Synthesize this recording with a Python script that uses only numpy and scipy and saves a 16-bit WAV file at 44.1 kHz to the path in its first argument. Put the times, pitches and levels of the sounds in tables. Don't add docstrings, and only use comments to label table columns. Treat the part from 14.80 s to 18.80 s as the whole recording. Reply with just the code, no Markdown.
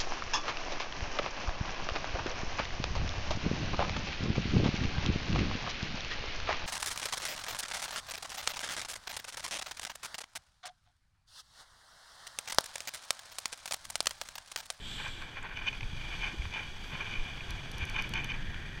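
import sys
import numpy as np
from scipy import signal
from scipy.fft import rfft, irfft
from scipy.io import wavfile
from scipy.ndimage import uniform_filter1d

SR = 44100
rng = np.random.default_rng(int(sys.argv[2]) if len(sys.argv) > 2 else 0)


def file_out(sig):
    cols = np.atleast_2d(sig).T
    lim = np.clip(cols, -1, 1)
    pcm = np.round(lim * 32767).astype(np.int16)
    wavfile.write(sys.argv[1], SR, pcm)


N = 176400
T = np.arange(N) / SR


def from_db(db):
    return 10 ** (np.asarray(db) / 20)


def rms_one(x):
    return x / np.sqrt(np.mean(x ** 2) + 1e-20)


def curve(rows):
    return np.interp(T, *np.transpose(rows))


def swell(peak_s, rise_s, fall_s):
    first, last = np.searchsorted(T, [peak_s - 4 * rise_s, peak_s + 4 * fall_s])
    envelope, t = np.zeros(N), T[first:last] - peak_s
    envelope[first:last] = np.exp(-(t / np.where(t < 0, rise_s, fall_s)) ** 2)
    return envelope


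def flutter(spread_db, rate_hz):
    step, settle = 40, 2000
    pole = np.exp(-2 * np.pi * rate_hz * step / SR)
    noise = rng.standard_normal(N // step + settle + 2)
    slow = signal.lfilter([1], [1, -2 * pole, pole * pole], noise)[settle:]
    return from_db(spread_db * np.interp(np.arange(N) / step, np.arange(len(slow)), rms_one(slow)))


def coloured(colour):
    hz, db = np.transpose(colour)
    f = np.maximum(np.arange(N // 2 + 1) * SR / N, 1)
    gain = from_db(np.interp(np.log(f), np.log(hz), db))
    roll_off = f ** 2 / (f ** 2 + 10 ** 2) / np.maximum(f / hz[-1], 1) ** 2
    return rms_one(irfft(rfft(rng.standard_normal(N)) * gain * roll_off, N))


def band_noise(low_hz, high_hz, order=2, size=N):
    band = signal.butter(order, [low_hz, high_hz], "band", fs=SR, output="sos")
    return rms_one(signal.sosfilt(band, rng.standard_normal(size)))


def burst(peak_s, half_s, db, low_hz, high_hz, size=32768):
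    t = (np.arange(size) - size // 2) / SR
    window = np.exp(-np.minimum((t / half_s) ** 2, 50))
    puff = band_noise(low_hz, high_hz, order=4, size=size) * window
    out, start = np.zeros(N + size), int(peak_s * SR)
    out[start:start + size] = from_db(db) * puff * np.sqrt(np.sum(window ** 2) / np.sum(puff ** 2))
    return out[size // 2:size // 2 + N]


def hiss():
    # frequency in Hz, relative spectral level in dB.
    colour = [(1000, -17.5), (1600, -10), (2650, -11), (3050, 0.5), (3450, 2.5), (3750, -5.5), (3950, -5),
              (4250, -14), (4550, -10), (4950, -17), (6600, -21), (7800, -12.5), (8400, -20.5), (9100, -34),
              (10100, -29), (12800, -33), (15500, -43)]
    return from_db(-43) * swell(peak_s=.11, rise_s=.096, fall_s=.28) * coloured(colour)


def rumble():
    # time in seconds, level in dB.
    deep_level = [(0, -43.5), (.7, -47.5), (1.2, -40), (1.5, -44), (1.9, -43), (2.3, -41.5), (2.75, -44),
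                  (3.1, -38.5), (3.5, -40.5), (4, -39.5)]
    fast_flow_level = [(0, -54.5), (2, -58.5), (2.6, -53), (3.05, -48), (3.45, -45), (3.7, -50), (4, -49)]
    # frequency in Hz, relative spectral level in dB.
    deep_colour = [(12, 10.5), (25, 5.5), (45, -3), (110, -9.5), (200, -16.5), (320, -30), (600, -31.5),
                   (1500, -55.5)]
    fast_flow_colour = [(40, -34), (90, 6.5), (130, 9.5), (200, -0.5), (400, -8), (1000, -53)]
    deep = from_db(curve(deep_level)) * coloured(deep_colour)
    fast_flow = from_db(curve(fast_flow_level)) * coloured(fast_flow_colour)
    return (deep + fast_flow) * flutter(spread_db=1, rate_hz=22)


def rush():
    # frequency in Hz, relative spectral level in dB.
    colour = [(150, -5.5), (350, -1.5), (570, -7), (880, -1.5), (1250, -5.5), (1620, 1), (2080, -6.5),
              (2390, 5.5), (2690, -8.5), (3000, 0.5), (3130, -3), (3320, 2.5), (3800, -10), (4250, -14),
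              (4680, -8), (5050, -18), (6300, -14.5), (7100, -25.5), (7900, -23), (9200, -32.5),
              (10100, -28.8), (10900, -36), (12500, -35.5), (14800, -44), (15600, -54)]
    # time in seconds, gain in dB (of the whole rush, then of its treble against the rest).
    overall_gain = [(0, -52.5), (.5, -47.5), (.72, -51.5), (.95, -50), (1.1, -50), (1.35, -44.5),
                    (1.58, -49), (1.95, -49), (2.25, -45.5), (2.6, -46.5), (2.85, -46.5), (3.2, -45.5),
                    (3.6, -48.5), (4, -48.5)]
    treble_gain = [(0, -3), (.6, -3), (.9, 4), (1.4, 3), (1.8, 4.5), (2.3, 1), (2.9, 1), (3.4, 0), (4, 0.5)]
    air = coloured(colour)
    treble = signal.sosfiltfilt(signal.butter(2, 3600, "high", fs=SR, output="sos"), air)
    air = from_db(curve(overall_gain)) * (air + (from_db(curve(treble_gain)) - 1) * treble)
    hollow = from_db(-50.5) * swell(peak_s=3.72, rise_s=.41, fall_s=.59) * band_noise(1550, 1990)
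    return (air + hollow) * flutter(spread_db=.98, rate_hz=50)


def housing(force, modes):
    out = 0
    for k, (hz, width_hz, db) in enumerate(modes):
        r = np.exp(-np.pi * width_hz / SR)
        response = signal.lfilter([1, 0, -1], [1, -2 * r * np.cos(2 * np.pi * hz / SR), r * r], force)
        out = out + (-1) ** k * from_db(db) * (1 - r * r) / 2 * response
    return out


def friction(modes, slips_per_s=1800, slip_spread_db=3.5, soft_contact_hz=5130, steady_s=.032):
    sizes = from_db(slip_spread_db * np.minimum(rng.exponential(1, N), 4)) * rng.choice([-1, 1], N)
    slips = rms_one(sizes * (rng.random(N) < slips_per_s / SR))
    smooth_rub = .52 * rng.standard_normal(N)
    force = signal.sosfilt(signal.butter(2, soft_contact_hz, fs=SR, output="sos"), slips + smooth_rub)
    rub = housing(force * flutter(spread_db=2.5, rate_hz=32), modes)
    return rub / np.sqrt(uniform_filter1d(rub ** 2, int(steady_s * SR)) + 1e-12)


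def scuffs(catch_rise_s=.0005, catch_fall_s=.0034):
    # peak time, rise and fall in seconds, level in dB, strength of the ringing modes in dB.
    strokes = [(.205, 0.019, 0.015, -39.5, -15), (0.264, 0.028, 0.026, -38, -4),
               (0.423, 0.0068, 0.023, -46.5, -18), (.575, 0.017, 0.027, -43, -8),
               (0.656, 0.028, 0.019, -40, -35), (.715, 0.028, 0.026, -43.5, -25),
               (.776, 0.019, 0.021, -42, 9), (.82, 0.081, 0.09, -44.5, -3.5), (.881, 0.017, 0.013, -29, 8),
               (.935, 0.012, 0.034, -44, 1), (1.26, 0.1, 0.036, -46, 3), (1.33, 0.018, 0.025, -39.5, -0.5),
               (1.444, 0.035, 0.039, -34.5, 2.5), (1.48, 0.033, 0.06, -42, -0.5),
               (1.754, 0.029, 0.087, -37, -0.5), (2.145, 0.03, 0.031, -39, -1.5),
               (2.21, .02, .025, -37, -3), (2.27, 0.024, 0.015, -38.5, 1), (2.33, 0.041, 0.077, -39.5, 3.5),
               (2.47, 0.033, 0.061, -43.5, 4), (2.711, 0.024, 0.024, -44.5, -1.5),
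               (2.785, 0.0088, 0.013, -43.5, 11), (3.035, .035, 0.011, -35.5, 3),
               (3.095, 0.022, 0.017, -41.5, 1), (3.165, 0.02, 0.018, -34, 0),
               (3.193, 0.016, 0.018, -31.5, 1), (3.24, 0.041, 0.028, -39.5, 5),
               (3.354, 0.014, 0.027, -33.5, 0.5), (3.38, 0.011, 0.028, -34.5, 4),
               (3.445, 0.036, 0.018, -40.5, 0), (3.515, 0.026, 0.011, -34, 6.5),
               (3.55, 0.016, 0.01, -40, -3.5)]
    # peak time in seconds, level in dB, strength of the ringing modes in dB.
    catches = [(.423, -40, -17), (.571, -43, -10), (.773, -28.5, 9), (.823, -43, 12), (0.865, -38, 3),
               (0.93, -33.5, 8), (1.008, -31.5, 4), (1.031, -32, 7), (1.621, -38.5, 7), (1.654, -37.5, -14),
               (1.738, -35, -9), (2.208, -34.5, 0), (2.579, -38, 7), (2.608, -37, 11), (2.858, -46.5, -18),
               (3.005, -39, 7), (3.162, -34, 9), (3.183, -35, -1), (3.337, -27.5, 6), (3.744, -39.5, -3)]
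    # mode frequency in Hz, bandwidth in Hz, relative gain in dB.
    body_modes = [(430, 670, -14.5), (874, 91, -1.5), (1070, 88, -3), (1549, 153, 4.5), (1666, 400, -1),
                  (2400, 280, -2.5), (3420, 410, -17), (4480, 140, -18)]
    ring_modes = [(2280, 190, 4.5), (2416, 84, 12), (2998, 68, 5), (3578, 84, -4), (4050, 170, -22),
                  (4540, 91, -13), (5180, 130, -18.5), (6170, 310, -14)]
    contacts = strokes + [(s, catch_rise_s, catch_fall_s, db, ring_db) for s, db, ring_db in catches]
    body_power, ring_power = np.zeros(N), np.zeros(N)
    for peak_s, rise_s, fall_s, db, ring_db in contacts:
        power = (from_db(db) * swell(peak_s, rise_s, fall_s)) ** 2
        ring_share = 1 / (1 + from_db(-ring_db) ** 2 / 2)
        body_power += power * (1 - ring_share)
        ring_power += power * ring_share
    return np.sqrt(body_power) * friction(body_modes) + np.sqrt(ring_power) * friction(ring_modes)


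def tap(modes, decay_s, size=600):
    force = rng.standard_normal(size) * np.exp(-np.arange(size) / SR / decay_s)
    ring = housing(force, modes)
    return ring * np.sqrt(2 * decay_s * SR / np.sum(ring ** 2))


def ticks(decay_s=.00074):
    # time in seconds, level of the high modes in dB, low modes relative to them in dB.
    impacts = [(0.282, -64, 17), (0.422, -60.5, 10), (2.7071, -47.5, 8), (2.9167, -49, 4), (2.9831, -50, 6),
               (3.054, -49.5, 3), (3.0985, -51.5, 7.5), (3.2235, -48.5, 6), (3.293, -47.5, 0.5),
               (3.339, -51.5, 13.5), (3.4451, -48.5, 7.5)]
    # mode frequency in Hz, bandwidth in Hz, relative gain in dB.
    high_modes = [(9940, 670, 3), (12000, 860, -2), (14500, 3900, -13)]
    low_modes = [(4370, 310, 6), (6000, 480, 9), (8400, 800, -20)]
    out = np.zeros(N)
    for time_s, db, low_db in impacts:
        tick = from_db(db) * (tap(high_modes, decay_s) + from_db(low_db) * tap(low_modes, decay_s))
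        start = int((time_s - decay_s) * SR)
        out[start:start + len(tick)] += tick
    return out


def squeak():
    return burst(peak_s=.63, half_s=.0016, db=-52.5, low_hz=6900, high_hz=8100)


def buffets():
    # peak time in seconds, half length in seconds, level in dB, nominal frequency in Hz.
    eddies = [(1.031, 0.014, -36, 83), (1.053, 0.023, -32, 34.3), (1.131, 0.011, -35, 110),
              (1.393, 0.0049, -42, 230), (1.411, 0.034, -45, 39), (1.541, .007, -40.5, 270),
              (1.60, 0.011, -29, 64), (1.655, 0.025, -38.5, 83), (2.14, 0.014, -41.5, 135),
              (2.412, 0.043, -29, 18.6), (2.718, 0.033, -35.5, 42), (3.031, 0.014, -35.5, 67)]
    return sum(burst(peak_s, half_s, db, hz / 2, hz * np.sqrt(2)) for peak_s, half_s, db, hz in eddies)


def wisp():
    return burst(peak_s=2.08, half_s=.06, db=-72, low_hz=9800, high_hz=13100)


def scene():
    return (rumble() + buffets() + rush() + scuffs() + hiss() + wisp() + ticks() + squeak())[None]


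def record(dry, cutoff_hz=15400):
    self_noise = from_db(-78) * band_noise(6030, 13000, order=3)
    return signal.sosfilt(signal.ellip(10, .2, 70, cutoff_hz, fs=SR, output="sos"), dry + self_noise)


dry = scene()
out = record(dry)
file_out(out)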